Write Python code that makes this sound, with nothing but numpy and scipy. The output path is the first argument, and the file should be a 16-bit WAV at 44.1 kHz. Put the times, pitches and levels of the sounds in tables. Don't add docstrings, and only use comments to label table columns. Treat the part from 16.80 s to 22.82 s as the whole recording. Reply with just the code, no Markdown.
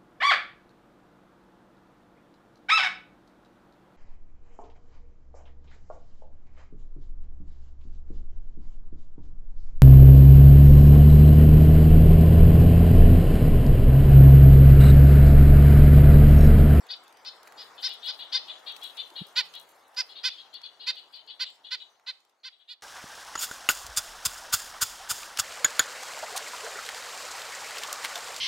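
import sys
import numpy as np
from scipy import signal
from scipy.fft import rfft, irfft
from scipy.io import wavfile
from scipy.ndimage import uniform_filter1d, map_coordinates

SR = 44100
rng = np.random.default_rng(int(sys.argv[2]) if len(sys.argv) > 2 else 0)


def decibels_to_gain(level_db):
    exponent = np.asarray(level_db, float) / 20
    return 10 ** exponent


def file_out(sig):
    cols = np.atleast_2d(sig).T
    lim = np.clip(cols, -1, 1)
    pcm = np.round(lim * 32767).astype(np.int16)
    wavfile.write(sys.argv[1], SR, pcm)


N = 265570

# start_s, length_s, level_db, pitch_hz (highest), beak_hz (resonance)
ON_HAND = [
    (2.559, 0.0526, -23, 509.8, 4216),
    (3.167, 0.0501, -26.5, 519.8, 4635),
    (3.436, 0.05295, -25, 520.8, 4513),
    (4.066, 0.04594, -26, 524.2, 4223),
    (4.597, 0.04485, -27.5, 524.3, 4215),
    (4.909, 0.04674, -29.5, 515.5, 4148),
    (5.266, 0.04517, -34.5, 521.5, 4010),
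    (5.637, 0.0513, -37.5, 529.5, 4167),
]
LEAVING = [
    (5.881, 0.058, -42.5, 498.9, 4230),
]
BESIDE = [
    (0.091, 0.0532, -35, 513.1, 4258),
    (0.448, 0.0491, -37.5, 525.3, 4500),
    (0.774, 0.06, -40.5, 501.8, 4500),
    (1.026, 0.0556, -28, 525.9, 4552),
    (1.268, 0.046, -29.5, 510.3, 4290),
    (1.523, 0.055, -24, 523.7, 4398),
]
HOARSE = [
    (.472, .03, -45, 423.5, 4000),
    (.806, 0.015, -52.5, 435, 4430),
]
# start_s, length_s, level_db, pitch_hz
IN_TREES = [(0.973, 0.0389, -45.5, 520.1), (1.084, 0.0472, -36.5, 499.1), (1.224, 0.0666, -37, 490.3),
            (1.386, 0.0576, -37.5, 498.9), (1.676, 0.049, -37.5, 500.7), (1.862, 0.053, -36, 495.8),
            (2.013, 0.0557, -38, 493.7), (2.17, 0.0537, -36.5, 509.3), (2.353, 0.0565, -37.5, 495),
            (2.734, 0.0535, -42, 489.3), (3.282, 0.0552, -47.5, 491.2), (3.351, 0.0491, -43, 482),
            (3.492, 0.044, -41, 509), (3.573, 0.0454, -44, 479.6), (3.728, 0.049, -42, 494.7),
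            (3.828, 0.0432, -42, 501.7), (3.994, 0.06, -43.5, 490.2), (4.157, 0.042, -42, 502.6),
            (4.327, 0.0535, -43.5, 515.4), (4.473, 0.05, -42.5, 504.2), (4.646, 0.0388, -41.5, 509),
            (4.838, 0.0547, -44.5, 502), (4.996, 0.0365, -44, 503.9), (5.715, 0.0424, -58.5, 493.3),
            (5.793, 0.0383, -58, 498.8)]
# time_s, beak_hz
TREE_BEAK = [
    (2.3, 3814),
    (2.8, 4007),
    (4.5, 4076),
    (4.9, 3703),
]

CLIMB, TOP_LATE, SAG_BEND = .135, .05, 1.6
LIMP, LIMP_ENDS = .55, .4
HAND_RASP, SIDE_RASP, TREE_RASP, EDGE_RASP = .33, .48, .62, 2

# echo_db, near_trunks_db, rasp (0-1), roundness, flat_top, final_sag (share), beak_rise (share),
# windpipe_hz, low_edge_hz, top_edge_hz
HAND_BIRD = (-17, 6, HAND_RASP, 0.9, 0.9, 0.21, 0.08, 3600, 2500, 5600)
SIDE_BIRD = (-9.5, 9.1, SIDE_RASP, 0.997, 0.68, 0.2434, 0.0895, 3660, 2906.5, 5310)
TREE_BIRD = (-4, 8, TREE_RASP, 1.1, 0.4, 0.3, 0.08, 3300, 2900, 4850)
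HOARSE_BIRD = (-5, 8, 1.1, 0.6, 1.2, .1, 0.05, 3800, 3200, 5600)
# throat_db, windpipe_db, breath_db, loudest_point (share of note), beak_glide (share), beak_lift (share)
HAND_POSE = (-11, -2.5, -29, .51, -.01, .085)
LEAVING_POSE = (-15, 1.5, -21, .53, .02, .1)
SIDE_POSE = (-16, -1, -35.5, 0.4889, 0, 0.1267)
TREE_POSE = (-22, 1, -40, .47, -.02, .11)
HOARSE_POSE = (-32, -8, -36, .45, 0.02, 0.08)
HAND_PAN_DB, SIDE_PAN_DB, TREE_PAN_DB = -2.3, 3.8, 6.8
OPEN_HZ, PIPE_LOSS_DB = 4500, 5
BREATH_GROWS, LOUD_DB = 0.56, -27.5
# freq_hz, level_db
BREATH = [(40, 6.5), (250, -1), (800, -22), (5000, -4), (7000, 13.5), (8400, 4), (9300, -4), (11500, 1.5),
          (14500, 1), (16000, -13.5)]

# freq_hz, decay_s (time to fall 60 dB)
TRUNKS = [(1000, .25), (2500, 0.56), (4000, 0.385), (6000, 0.57), (12000, .15)]
# freq_hz, level_db
CARRY = [(800, -22.5), (2200, -2.5), (3200, 0), (5000, -5), (7000, -8)]
TWIGS_DB, TWIGS_S = 4, .006

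# freq_hz, level_db
FEATHER = [(600, -38), (1500, -7.5), (4000, 3), (8000, -1), (12000, 1), (16000, -4.5)]
# time_s, peak_db, pan_db (left minus right), dullness_db
SNAPS = [(0.449, -55, -2.5, 20.5), (1.0286, -58, 3.5, 0.35), (1.9217, -48.5, -4.5, -3), (1.964, -46, 2, 15),
         (2.0318, -43.5, 4, 1.5), (2.0395, -37.5, 4, -7), (2.171, -49, 2, 12), (2.3024, -59.5, -11.5, 18),
         (2.468, -47.5, -8.5, -7), (2.7382, -52, -3, 17.02), (2.8907, -49, -6.5, -12),
         (2.918, -55, -2.5, -12.5), (3.1468, -55.5, 2.4, 8), (3.7399, -52.5, 4, 9),
         (3.8164, -57.5, -0.94, 21), (3.8624, -63, 2, 15.5), (4.1565, -56.5, 3.5, -7),
         (4.7025, -57, 3, 4.5), (4.7561, -64.5, 3.5, 9), (0.164, -53.5, -2, -12), (0.237, -53.5, 0, 0.5),
         (2.813, -43, -6.5, -28.5)]
# first_s, length_s, peak_db, pan_db (left minus right), dullness_db
FLUTTERS = [
    (0.067, .046, -51, -3.1, 0.5),
    (0.2793, .092, -52.5, -2.1, 5.5),
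    (0.6306, .092, -51.5, -16.1, 4),
    (1.0455, .046, -44, 1, 1.5),
    (1.969, .138, -51.5, 3.5, 5.97),
    (2.752, .046, -43.5, -9, -6.5),
    (4.465, .046, -62.5, 1, 4.5),
    (5.404, .092, -63, 0.95, 6.5),
]
WINGBEAT_S, BEAT_FADE_DB, SNAP_S = .0459, 1.04, 0.00183
# time_s, peak_db, pitch_hz
TAPS = [
    (0.6738, -36, 1580),
    (0.7223, -39.5, 1700),
    (5.197, -48.5, 1434),
    (6.01, -56, 3390),
]
# time_s, peak_db, pitch_hz, half_width_s
THUMPS = [
    (2.419, -32, 175, .006),
    (2.4195, -44, 330, .003),
    (2.322, -52, 340, .004),
]

# start_s, length_s, level_db, pitch_hz, spread_hz
WHISTLES = [
    (4.65, .17, -68, 7500, 550),
    (1.7, .17, -68, 6900, 600),
]
# start_s, length_s, level_db, pitch_hz
DRONES = [
    (1.575, .5, -62.5, 633),
    (2.55, 0.46, -80.5, 169.8),
]
# freq_hz, level_db
TRAFFIC = [(15, -66), (25, -11.5), (134, -27), (271, -12), (397, -6), (475, -5), (816, 1), (1610, -5.5),
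           (2220, -10), (2660, -22), (3000, -19.5), (3900, -51), (6600, -120)]
# time_s, level_db of the traffic
FADE = [
    (0.0, -58),
    (0.44, -59.5),
    (0.85, -55.5),
    (1.31, -59.5),
    (1.84, -57),
    (4.71, -67.5),
    (5.31, -71),
    (5.45, -74.5),
    (6.02, -79.5),
]
# freq_hz, level_db
LEAVES = [(1500, -43), (2500, 3), (4500, 4.5), (7000, -2), (9000, -9.5), (12000, -14.5), (16000, -15.5)]
LEAVES_DB, LEAVES_FOLLOW = -62, 1.1
LINGER_DB, LINGER_T60_S = -34.5, 1
# freq_hz, level_db
PLUMAGE = [(2000, -30), (5000, -8.5), (9000, 1.5), (14000, 0), (15300, -6), (16000, -12)]
PLUMAGE_DB, PLUMAGE_FOLLOW = -74.5, 0.71
# middle_s, half_length_s, level_db
RUSTLES = [
    (0.347, 0.07, -84.5),
    (0.807, 0.133, -74),
    (1.073, 0.074, -65.5),
    (1.289, 0.102, -66),
    (2.038, .14, -63),
    (2.312, 0.223, -72),
    (2.824, .16, -67.5),
    (3.209, 0.125, -73.5),
    (4.195, 0.333, -91.5),
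]
# freq_hz, likeness (0-1)
ALIKE = [(60, 1), (180, 1), (550, 0.839), (1650, 0.56), (4970, 0.81), (15000, 0.04)]


def along(points, hz):
    f, v = np.transpose(points)
    return np.interp(np.log(hz + 1), np.log(f + 1), v)


def unit(x):
    return x / np.sqrt(np.mean(x ** 2) + 1e-20)


def add(track, sound, s):
    part = track[:, max(round(s * SR), 0):][:, :sound.shape[-1]]
    part += sound[..., :part.shape[1]]


def sides(pan_db):
    return decibels_to_gain(np.array([[pan_db / 2], [-pan_db / 2]]))


def peak(f, centre_hz, width_hz):
    return 1j * f * width_hz / (centre_hz ** 2 - f ** 2 + 1j * f * width_hz)


def wander(points, places, order=3):
    return map_coordinates(rng.standard_normal(points), [places], order=order)


def rush(spectrum, patchy_db):
    hz, _, z = signal.stft(rng.standard_normal((2, N + 512)), SR, nperseg=512)
    patches = uniform_filter1d(rng.standard_normal(z.shape[1:]), 6, axis=0)
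    patches = unit(uniform_filter1d(patches, 10, axis=1))
    z = z * decibels_to_gain(along(spectrum, hz)[:, None] + patchy_db * patches)
    turn = np.arccos(np.clip(along(ALIKE, hz), 0, .9))[:, None] / 2
    mid, side = z * np.array([np.cos(turn), np.sin(turn)])
    return unit(signal.istft(np.array([mid + side, mid - side]), nperseg=512)[1][:, :N])


def air(birds):
    t = np.arange(N) / SR
    road_db = np.interp(t, *np.transpose(FADE))
    fade_db = road_db - road_db.max()
    traffic = decibels_to_gain(road_db + 2.0) * sides(2.41) * rush(TRAFFIC, patchy_db=1.5)

    dying = decibels_to_gain(-120 * t[:SR] / LINGER_T60_S) * (1 - np.exp(-t[:SR] / 0.1))
    linger = np.abs(signal.fftconvolve(np.mean(birds ** 2, axis=0), dying / dying.sum())[:N])
    breeze = decibels_to_gain(2 * (LEAVES_DB + LEAVES_FOLLOW * fade_db))
    leaves = np.sqrt(breeze + decibels_to_gain(2 * LINGER_DB) * linger) * rush(LEAVES, patchy_db=5.0)

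    grain = map_coordinates(rng.exponential(size=N // 100 + 4), [np.arange(N) / 100], order=1)
    beats = wander(N // 900 + 4, np.arange(N) / 900)
    plumage = unit(decibels_to_gain(2.0 * grain + 3.8 * beats) * rush(PLUMAGE, patchy_db=3.0))
    shaking = decibels_to_gain(PLUMAGE_DB + PLUMAGE_FOLLOW * fade_db)
    for s, half, db in RUSTLES:
        shaking = shaking + decibels_to_gain(db) * np.exp(-((t - s) / half) ** 2)
    return traffic + leaves + shaking * plumage


def far_tones():
    out = np.zeros((2, N))
    engines = [row + (12,) for row in DRONES]
    for s, length, db, hz, spread_hz in WHISTLES + engines:
        count = round(length * SR)
        f = np.fft.rfftfreq(count, 1 / SR)
        shape = np.exp(-((f - hz) / spread_hz) ** 2)
        band = irfft(rfft(rng.standard_normal((2, count))) * shape, count)
        swell = np.sin(np.pi * (np.arange(count) / count) ** 0.506)
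        add(out, decibels_to_gain(db) * unit(band) * swell, s)
    return out


def landings():
    out, t = np.zeros((2, N)), np.arange(-1500, 1500) / SR
    for s, db, hz, width in THUMPS:
        push = np.exp(-np.abs(t / width) ** 1.4)
        cycles = np.cos(2 * np.pi * hz * t + np.array([[.6], [1.2]]))
        add(out, decibels_to_gain(db) * push * cycles, s - 1500 / SR)
    return out


def snaps():
    beats = []
    for s, length, db, pan_db, dull_db in FLUTTERS:
        for k in range(1 + round(length / WINGBEAT_S)):
            beats.append((s + k * WINGBEAT_S, db - k * BEAT_FADE_DB, pan_db, dull_db))
    return SNAPS + beats


def feathers():
    out, t, hz = np.zeros((2, N)), np.arange(1024) / SR, np.fft.rfftfreq(1024, 1 / SR)
    snap = np.exp(-((t - .006) / SNAP_S) ** 2)
    swish = decibels_to_gain(-5.5) * (t > .006) * np.exp(-(t - .006) / .009) * np.cos(np.pi / 2 * t / t[-1])
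    for s, db, pan_db, dull_db in snaps():
        burst = rng.standard_normal((2, 1024)) * (snap + swish)
        burst[1] = 0.17 * burst[0] + 0.84 * burst[1]
        colour = along(FEATHER, hz) + dull_db / (1 + (hz / 6000) ** 4)
        add(out, decibels_to_gain(db - 4.0) * sides(pan_db) * irfft(rfft(burst) * decibels_to_gain(colour)), s - .005)
    for s, db, tap_hz in TAPS:
        knock = rng.standard_normal(1024) * np.exp(-t / 0.00225)
        ring = irfft(rfft(knock) * peak(hz, tap_hz, 1130))
        add(out, decibels_to_gain(db + 3) * np.ones((2, 1)) * ring, s)
    return out


def twigs(x, share_db):
    t = np.arange(round(5 * TWIGS_S * SR)) / SR
    spray = rng.standard_normal((2, len(t))) * np.exp(-t / TWIGS_S)
    spray[1] = .6 * spray[0] + .8 * spray[1]
    spray *= decibels_to_gain(share_db) / np.linalg.norm(spray[0])
    spray[:, 0] = 1
    return signal.fftconvolve(x, spray, axes=1) / np.linalg.norm(spray[0])


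def trunks(x, near_db, gap_s):
    hz, t, z = signal.stft(rng.standard_normal((2, SR * 2 // 5)), SR, nperseg=256)
    clumps = decibels_to_gain(2.8 * unit(uniform_filter1d(rng.standard_normal(len(t)), size=4)))
    fading = decibels_to_gain(-60 * t / along(TRUNKS, hz)[:, None]) + decibels_to_gain(near_db - 60 * t / 0.1814)
    z = z * decibels_to_gain(along(CARRY, hz)[:, None]) * fading * clumps * (1 - np.exp(-t / gap_s))
    wet = signal.fftconvolve(x[None], signal.istft(z, SR, nperseg=256)[1], axes=1)
    count = wet.shape[1]
    sway = wander(count // 300 + 4, np.arange(count) / 300, order=1)
    wet = wet * (1 + 0.05 * sway)
    return wet * np.linalg.norm(x) / np.linalg.norm(wet) * np.sqrt(2)


def note(length, pitch_hz, beak_hz, throat_db, pipe_db, breath_db, crest, glide, lift,
         rasp, roundness, flat, arch, rise, pipe_hz, low_hz, top_hz):
    count = round(length * 1.35 * SR)
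    u = np.arange(count) / (length * 1.35 * SR)
    effort = np.sin(np.pi * u ** (np.log(.5) / np.log(np.clip(crest, .2, .8))))
    pitch_drift, level_drift = wander(40, 12 * u), wander(40, 12 * u)

    top = crest + TOP_LATE
    climb = CLIMB * np.clip(1 - u / top, 0, 1) ** SAG_BEND
    sag = arch * np.clip((u - top) / (1 - top), 0, 1) ** SAG_BEND
    rate = pitch_hz * (1 - climb - sag) * (1 + .004 * pitch_drift)
    turn = 2 * np.pi * np.cumsum(rate) / SR
    k = np.arange(1, 18)[:, None]
    f = k * rate

    beak = beak_hz * (1 + lift - rise * (1 - effort) + glide * (2 * u - 1))
    nasal = peak(f, beak, 511.7) - decibels_to_gain(pipe_db) * peak(f, pipe_hz, 763.5)
    nasal = nasal / (1 + (low_hz / f) ** 12) ** .5
    throat = decibels_to_gain(throat_db) * peak(f, 2080, 1230) / (1 + (900 / f) ** 6) ** .5
    edge = 1 / (1 + (f / top_hz) ** 16) ** .5 + decibels_to_gain(-17.5)
    tract = (nasal + throat) * edge

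    wobble = np.array([wander(24, 20 * u, order=1) for _ in range(34)]).reshape(2, 17, count)
    wobble = rasp * (1 + EDGE_RASP * (1 - effort)) * wobble
    overtones = tract * (1 + wobble[0] + 1j * wobble[1]) * np.exp(1j * k * turn)
    voice = np.real(np.sum(overtones, axis=0))
    limp = LIMP * np.clip(1 - u / LIMP_ENDS, 0, 1) ** .5
    voice = voice * (1 + limp * np.cos(turn / 2 + 0.514))

    left, other = rng.standard_normal((2, count))
    colour = decibels_to_gain(breath_db + along(BREATH, np.fft.rfftfreq(count, 1 / SR)))
    breath = irfft(rfft([left, 0.985 * other - 0.09 * left]) * colour, count)
    breath = breath * (1 + np.cos(turn))
    swell = np.tanh(flat * effort ** (2 * roundness)) / np.tanh(flat)
    return unit(voice) * swell * decibels_to_gain(.6 * level_drift), breath * swell


def nuthatch(notes, pose, pan_db, echo_db, near_db, *voice_settings):
    out = np.zeros((2, N))
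    throat_db, pipe_db, breath_db, *bearing = pose
    for s, length, db, pitch_hz, beak_hz in notes:
        pipe = pipe_db - PIPE_LOSS_DB * max(beak_hz - OPEN_HZ, 0) / 100
        hiss = breath_db + BREATH_GROWS * (db - LOUD_DB)
        voice, breath = note(length, pitch_hz, beak_hz, throat_db, pipe, hiss, *bearing, *voice_settings)
        voice, breath = decibels_to_gain(db + 1.5) * voice, decibels_to_gain(db + 1.5) * breath
        start = s - 0.13 * length
        direct = np.array([np.roll(voice, 1), voice])
        add(out, sides(pan_db) * twigs(direct, echo_db + TWIGS_DB), start)
        add(out, breath, start)
        echo = trunks(voice, near_db, gap_s=0.00785)
        add(out, decibels_to_gain(echo_db) * sides(0.9 * pan_db) * echo, start)
    return out


def scene():
    near = nuthatch(ON_HAND, HAND_POSE, HAND_PAN_DB, *HAND_BIRD)
    near = near + nuthatch(BESIDE, SIDE_POSE, SIDE_PAN_DB, *SIDE_BIRD)
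    near = near + nuthatch(LEAVING, LEAVING_POSE, HAND_PAN_DB, *HAND_BIRD)
    answers = [row + (np.interp(row[0], *np.transpose(TREE_BEAK)),) for row in IN_TREES]
    far = nuthatch(answers, TREE_POSE, TREE_PAN_DB, *TREE_BIRD)
    far = far + nuthatch(HOARSE, HOARSE_POSE, SIDE_PAN_DB, *HOARSE_BIRD)
    birds = near + far
    return air(birds) + far_tones() + landings() + feathers() + birds


def low_pass(x):
    return signal.sosfilt(signal.butter(12, 15920, fs=SR, output="sos"), x)


def record(dry):
    hz = np.fft.rfftfreq(N, 1 / SR)
    narrow = irfft(rfft(dry) * (hz < 15850), N)
    return low_pass(narrow)


dry = scene()
out = record(dry)
file_out(out)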